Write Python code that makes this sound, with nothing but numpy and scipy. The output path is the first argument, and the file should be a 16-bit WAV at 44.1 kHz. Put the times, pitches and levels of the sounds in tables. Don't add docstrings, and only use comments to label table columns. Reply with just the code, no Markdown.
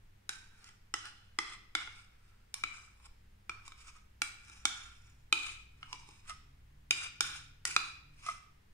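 import sys
import numpy as np
from scipy import signal
from scipy.fft import rfft, irfft, next_fast_len
from scipy.io import wavfile
from scipy.ndimage import uniform_filter1d, map_coordinates

SR = 44100
rng = np.random.default_rng(int(sys.argv[2]) if len(sys.argv) > 2 else 0)


def dump_mix(stems):
    frames = np.atleast_2d(stems).T
    limited = np.clip(frames, -1, 1)
    pcm = np.round(limited * 32767).astype(np.int16)
    wavfile.write(sys.argv[1], SR, pcm)


def undo_db(level):
    steps = np.asarray(level, float) / 20
    return 10 ** steps


N = 385196


def unit(x):
    return x / np.sqrt(np.mean(x ** 2) + 1e-20)


def along(points, hz):
    f, v = np.transpose(points)
    return np.interp(np.log(hz + 1), np.log(f + 1), v)


def curves(rows):
    s, *cols = np.transpose(rows)
    return [np.interp(np.arange(N) / SR, s, c, left=-150, right=-150) for c in cols]


def filtered(x, response):
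    m = next_fast_len(x.shape[-1] + 8192)
    spectrum = rfft(x, m) * response(np.fft.rfftfreq(m, 1 / SR))
    return irfft(spectrum, m)[..., :x.shape[-1]]


def ring(modes, t, scatter_db):
    hz, t60, db = np.transpose(modes)[:, :, None]
    chance = rng.standard_normal((2, len(modes), 2))
    phase = 0.75 * chance[..., :1] * hz / 3000
    level = undo_db(db + scatter_db * chance[..., 1:] - 60 * t / t60)
    rise = 1 - np.exp(-t / 0.00041)
    return rise * np.sum(level * np.sin(2 * np.pi * hz * t + phase), 1)


def decays(peaks, spread):
    return [(hz * (1 + spread * rng.standard_normal()), np.log(1000) / np.pi / width, db)
            for hz, width, db in peaks]


# frequency in Hz, level in dB per Hz.
AIR = [(20, 0.5), (45, -10.5), (101, -14.5), (146, -18.5), (200, -21.5), (300, -28), (420, -26), (600, -31),
       (800, -29.5), (1200, -31.5), (1900, -30), (4200, -38.5), (10000, -45.5), (16000, -47.5)]
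# frequency in Hz, left-right likeness (1 is the same).
ALIKE = [(60, 1), (180, 0.88), (350, -0.14), (600, -0.58), (2000, 0.066), (15000, 0.2)]
# frequency in Hz, wander in Hz, peak in dB.
HUM = [(60, .7, 2), (80, .8, 1), (98.9, .2, 2), (197.8, .4, -12)]
# time in seconds, rumble in dB, motor in dB.
LOAD = [(0, -76, -69.5), (2.5, -70.5, -69.5), (2.87, -66.5, -74), (3.33, -70.5, -64), (3.77, -69.5, -75.5),
        (4.33, -64.5, -69.5), (5.2, -62, -70.5), (5.9, -66.5, -70.5), (7.73, -66.5, -69.5),
        (8.74, -76, -72)]
# time in seconds, firing pitch in Hz, level in dB.
ENGINE = [(0, 123.7, -94), (4, 127.8, -80.5), (6, 134.6, -69), (7.7, 141, -70), (8.74, 143.1, -76)]


def background():
    def floor(hz):
        turn = np.arccos(np.clip(along(ALIKE, hz), -1, 1)) / 2
        colour = undo_db(along(AIR, hz)) * (hz < 15750)
        return colour * [np.cos(turn), np.sin(turn)]

    def wander():
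        return unit(filtered(rng.standard_normal(N), lambda hz: 1 / (1 + (hz / 4) ** 2)))

    def turns(hz, drift_hz):
        return 2 * np.pi * np.cumsum(hz + drift_hz * wander()) / SR

    mid, side = filtered(rng.standard_normal((2, N)), floor)
    air = undo_db(-61.5) * unit(np.array([mid + side, mid - side]))
    low, idle, motor, octave = [undo_db(db + 3.3 * wander()) * np.sin(turns(hz, drift_hz))
                                for hz, drift_hz, db in HUM]
    rumble_db, motor_db = curves(LOAD)
    engine_hz, engine_db = curves(ENGINE)
    crank = turns(engine_hz, drift_hz=1.7)
    firing = 1.2 * np.sin(crank) + undo_db(-12) * np.sin(2 * crank)
    engine = undo_db(3.0 * wander()) * firing + idle
    return air + undo_db(rumble_db) * low + undo_db(motor_db) * (motor + octave) + undo_db(engine_db) * engine


# frequency in Hz, t60 in seconds.
KITCHEN = [(300, 0.72), (1200, 0.53), (2500, 0.61), (5000, 0.56), (10000, 0.31), (15000, 0.54)]


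def kitchen(x):
    out, step = np.zeros((2, N + 2 * SR)), SR // 3
    for start in range(0, N, step):
        hz, t, z = signal.stft(rng.standard_normal((2, SR * 3 // 4)), SR, nperseg=256)
        fade = undo_db(-60 * t / along(KITCHEN, hz)[:, None])
        tail = signal.istft(z * fade, SR, nperseg=256)[1]
        tail *= 1 - np.exp(-np.arange(tail.shape[1]) / SR / 0.0021)
        wet = signal.fftconvolve(x[:, start:start + step], tail / np.linalg.norm(tail[0]), axes=1)
        out[:, start:][:, :wet.shape[1]] += wet
    return out[:, :N]


# frequency in Hz, width in Hz, level in dB.
THUD = [(321.5, 24, -3.5), (410, 120, 6.5), (822, 47, -2.5)]
# time in seconds, level in dB.
BUMPS = [(1.879, -61.5), (4.498, -69), (5.94, -61), (6.088, -61), (7.69, -59)]


def bumps():
    out, t = np.zeros((2, N + SR)), np.arange(SR // 12) / SR
    for s, db in BUMPS:
        knock = ring(decays(THUD, spread=.05), t, scatter_db=0.5)
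        out[:, round(s * SR):][:, :len(t)] += undo_db(db + 6.5) * knock
    return out[:, :N]


# time in seconds, level in dB, rise in seconds.
RIM = [(6.296, -42, 0.0019), (6.307, -45, .003), (8.263, -39, 0.0019), (8.285, -32.5, .002)]
# frequency in Hz, t60 in seconds, dB.
RIM_MODES = [(1252, 0.079, 1), (1187, .045, -4), (683, 0.051, -11), (2060, 0.086, -12)]


def rim():
    out, t = np.zeros((2, N + SR)), np.arange(SR // 5) / SR
    for s, db, rise in RIM:
        swell = (1 - np.exp(-t / rise)) ** 2
        out[:, round(s * SR):][:, :len(t)] += undo_db(db + 4.5) * swell * ring(RIM_MODES, t, scatter_db=3)
    return out[:, :N]


# time in seconds, first mode in dB, first mode in Hz,
# second mode over first in dB, second mode in Hz.
LANDINGS = [(0.2921, -35.5, 1543, -14, 2350), (.9397, -33, 1330, -6, 1960), (1.3875, -29.5, 1236, -3, 2020),
            (1.7514, -30, 1395, -2, 2185), (2.5415, -55.5, 1870, 6.5, 2340), (2.6373, -33.5, 1320, 2, 2340),
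            (3.495, -36.5, 1307, -2, 2390), (4.2185, -33.5, 1417, 1.5, 2330), (4.6538, -31, 1407, -3, 2260),
            (5.3262, -28, 1317, 5, 2464), (5.829, -44.5, 1314, -9, 2160), (5.9285, -42, 1000, -5, 2336),
            (6.9084, -35.5, 1418, 9.5, 2437), (7.207, -28.5, 1438, -9, 2340),
            (7.6525, -37, 1456, -0.97, 1915), (7.7638, -23, 1320, -2, 2466)]
# neck in dB, neck in Hz, tines in dB, tines in Hz.
STEEL_RING = [(-40.5, 5400, -31.5, 13000), (-37, 5230, -34, 7800), (-35.5, 5080, -34, 7100),
              (-39.5, 5120, -32.5, 8800), (-47.5, 5600, -30, 9080), (-45.5, 6300, -42.5, 12000),
              (-49, 6040, -45.5, 6200), (-36.5, 4970, -25.5, 8000), (-32, 5700, -23.5, 12000),
              (-34.5, 4750, -25, 8880), (-58, 4400, -64, 6700), (-44.5, 5540, -43.5, 7100),
              (-28, 4850, -24, 11000), (-29, 5350, -22.5, 6960), (-34, 4900, -26, 5700),
              (-30.5, 3900, -26.5, 6680)]
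# third mode over first in dB, third mode in Hz,
# thud under first in dB, rubbed upper modes over first in dB.
GRIP = [(-11, 3830, -20.5, -4), (-8, 3020, -15, 4.5), (-14, 3310, -12.5, 5.5), (-6.5, 3550, -17.5, 6.5),
        (-2, 4080, -18, 3.5), (-11.5, 3930, -19.5, -12), (-18, 3500, -19, -21), (-10.5, 4000, -16.5, -7.5),
        (-2.5, 3510, -18, -2), (-6, 3860, -15.5, 11.5), (-8.5, 2930, -25.5, -4), (-9.5, 2840, -22.5, 2),
        (3, 2800, -12.5, 2), (-6.5, 3630, -18.5, 1.5), (-13, 3000, -30, -2.5), (-14.5, 4040, -24, .1)]
# time in seconds, first mode in dB, first mode in Hz,
# second mode in Hz, fork over glass in dB.
TICKS = [(.643, -65.5, 1430, 2380, 12.5), (.69, -56.5, 1420, 1950, -0.5), (1.0546, -50, 1420, 2980, 4.5),
         (1.8742, -46, 1420, 2130, -13), (1.9974, -62, 1360, 2280, -9), (3.0, -68, 1060, 2430, -16),
         (3.6789, -49.5, 1114, 2330, 1.5), (3.7201, -50.5, 1280, 2310, -10), (3.882, -58, 1260, 2250, -12),
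         (4.4977, -58.5, 1430, 2410, 4), (6.0891, -66, 950, 2340, 9.5), (6.2955, -48.5, 1210, 1860, 5),
         (6.297, -51.5, 1260, 1980, 2.5), (8.2642, -55, 1163, 2290, 9), (8.2882, -52, 1270, 2050, 4)]


def contacts():
    touches = []
    for (s, db, hz, over_db, hz2), fork, grip in zip(LANDINGS, STEEL_RING, GRIP):
        third_db, hz3, thud_db, _ = grip
        touches.append((s, db, hz, db + over_db, hz2, *fork, db + third_db, hz3, db + thud_db))
    for s, db, hz, hz2, fork_db in TICKS:
        tines_db = db + fork_db
        fork = (tines_db - 5.5, 5350, tines_db, 8000)
        touches.append((s, db, hz, db - 7.5, hz2, *fork, db - 13.5, 1.6 * hz2, db - 22))
    return sorted(touches)


# length in seconds, force at start in dB, force at end in dB,
# bare steel over glass in dB, time to fade 20 dB in seconds (signs of times are ignored).
DRAGS = [(.07, -52.5, -63.5, -1.5, 0.17), (.07, -55, -62.5, -7.5, 0.36), (0.15, -57, -54, -4, 0.0348),
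         (0.048, -49.5, -51, -8.5, 0.1566), (0.1, -58, -73, -11, 0.06), (0.12, -66, -58, -2.5, 0.2),
         (0.026, -54, -62.5, -14, 0.27), (0.032, -52.5, -52.5, -2, 0.0852), (.2, -50.5, -59, -5, 0.12),
         (0.15, -59.5, -52.5, 4.5, .1), (0.019, -59, -93, -28, -1), (0.026, -58, -70, -7.5, -0.1),
         (0.15, -54.5, -47.5, -0.5, 0.03), (.16, -45, -52.5, -3.5, 0.11), (.1, -49, -59.5, 8, 0.01),
         (0.12, -56, -56, -1, 0.07)]
# peak in seconds, time to swell 20 dB in seconds, force in dB,
# bare steel over glass in dB, time to fade 20 dB in seconds.
RUBS = [(0.681, 0.2, -60.5, -4.5, 0.08), (1.06, 0.04, -49, -6, 0.06), (1.993, 0.12, -66.5, 1.5, 0.06),
        (2.284, 0.6, -73.5, -4.5, -0.3), (3.068, 0.05, -54.5, -2.5, 0), (3.669, -0.04, -63.5, 4, 0.05),
        (3.801, 0.06, -63, 2, 0.06), (3.891, 0.06, -59, 3, 0.02), (3.954, -0.02, -63, 1, -0.07),
        (4.498, 0.18, -62, 0.4, -0.33), (5.079, 0.24, -74, 0.4, 0.23), (5.92, 0.16, -62, -2, -0.2),
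        (6.093, 0.09, -67, 1, 0.22), (6.304, 0.0349, -47, 1, 0.02), (8.266, 0.12, -63, -3.5, -0.08),
        (8.294, 0.09, -52, 2, -0.1)]


def strokes():
    moves = []
    for (s, *_), (hold, db, end_db, bare_db, fade), grip in zip(LANDINGS, DRAGS, GRIP):
        start = s + 0.0053
        end = start + abs(hold)
        moves.append(([start, end, end + 2 * abs(fade)], [db, end_db, end_db - 40], grip[3], bare_db))
    for s, swell, db, bare_db, fade in RUBS:
        times = [s - 2 * abs(swell), s, s + 2 * abs(fade)]
        moves.append((times, [db - 40, db, db - 40], -3.5 + .3 * bare_db, bare_db))
    out = np.zeros((3, N))
    for times, levels_db, upper_db, bare_db in moves:
        span = np.arange(round(times[0] * SR), min(round(times[-1] * SR), N))
        force = undo_db(np.interp(span / SR, times, levels_db))
        out[:, span] += force * undo_db([[0], [upper_db], [bare_db]])
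    return uniform_filter1d(out, size=300)


def friction():
    catch_hz = 90
    knots = rng.standard_normal((3, int(N * catch_hz / SR) + 4))
    catches = undo_db([2.5 * map_coordinates(row, [np.arange(N) * catch_hz / SR]) for row in knots])
    slips = undo_db(2.5 * rng.exponential(size=N))
    shared, own = rng.standard_normal((3, N)), rng.standard_normal((2, 3, N))
    return strokes() * unit(catches * slips * (shared + 0.58 * own))


def crowd(named, count):
    chance = rng.random((count, 2))
    hz = 2550 + 11800 * (np.arange(count) + chance[:, 0]) / count
    db = along(sorted((f, level) for f, _, level in named), hz) - 5.5 - 7 * chance[:, 1]
    nearest = np.min(np.abs(np.log(hz[:, None] / np.transpose(named)[0])), axis=1)
    db -= 10 * np.exp(-(nearest / .07) ** 2)
    return np.transpose([hz, 0.025 * (3000 / hz) ** 0.49, db])


def struck_modes(contact):
    _, db1, hz1, db2, hz2, neck_db, neck_hz, tines_db, tines_hz, db3, hz3, _ = contact
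    t60 = .021
    named = [(hz1, t60, db1 + 6), (hz2, 1.25 * t60, db2 + 8.5), (hz3, .014, db3 + 17.5),
             (neck_hz, .009, neck_db + 9.0), (tines_hz, .007, tines_db + 2)]
    beside = [(hz2, .018, db2 - 0.5), (.6 * hz1, .02, db1 - 10.5),
              (1.13 * hz1, .016, db1 - 4.5), (.88 * hz1, .014, db1 - 8)]
    return np.vstack([named, beside, crowd(named, count=21)])


# frequency in Hz, level in dB per Hz.
GRIT = [(150, -42), (250, -13.5), (629, -25), (1400, -7.5), (1760, -17), (2400, 2), (3230, -9.5),
        (4990, -18), (9330, -11.5), (14400, -43.5), (16000, -49.5)]


def fork_on_glass():
    out, t, force = np.zeros((2, N + SR)), np.arange(SR // 12) / SR, friction()
    touches = contacts()
    edges = [max(round((touch[0] - .05) * SR), 0) for touch in touches] + [N]
    for k, touch in enumerate(touches):
        s, tines_db, thud_db = touch[0], touch[7], touch[-1]
        modes = struck_modes(touch)
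        blow = ring(modes, t, scatter_db=1)
        blow += undo_db(thud_db + 6.5) * ring(decays(THUD, spread=0.039), t, scatter_db=2.0)
        blow += undo_db(tines_db + 5.0 - 60 * t / 0.0042) * rng.standard_normal((2, len(t)))
        out[:, round(s * SR):][:, :len(t)] += blow
        group = np.digitize(modes[:, 0], [1750, 4400])
        for g, push in enumerate(force[..., edges[k]:edges[k + 1]].swapaxes(0, 1)):
            body = ring(modes[group == g] * [1, .85, .75], t[:2000], scatter_db=1.5)
            sung = signal.fftconvolve(push, body / np.linalg.norm(body[0]), axes=1)
            out[:, edges[k]:][:, :sung.shape[1]] += undo_db(-4) * sung
    grit = filtered(force[:, 2], lambda hz: undo_db(along(GRIT, hz) + 13.5))
    return out[:, :N] + undo_db(-2.5) * grit


# frequency in Hz, level in dB.
PATH = [(150, -9), (400, -4.5), (580, -12), (850, 2.5), (3900, 2), (4400, -0.5), (5000, 6), (9500, 2.5),
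        (11000, -15), (14500, -18), (16000, -36)]
# frequency in Hz, left over right in dB.
LEAN = [(200, 0.5), (700, 1.2), (1300, -3.5), (2400, 2.5), (4500, -3), (9000, -1), (14000, -4.5)]


def scene():
    def path(hz):
        return undo_db(along(PATH, hz) + along(LEAN, hz) * [[.5], [-.5]])

    scrapes, flicks = filtered(np.array([fork_on_glass() + bumps(), rim()]), path)
    bowl = scrapes + flicks + undo_db(-7) * kitchen(scrapes + undo_db(-5.0) * flicks)
    bowl[1] = np.roll(bowl[1], 5)
    return bowl + background()


def low_pass(x):
    return signal.sosfilt(signal.butter(12, 16540, fs=SR, output="sos"), x)


def record(dry):
    return low_pass(dry)


dry = scene()
out = record(dry)
dump_mix(out)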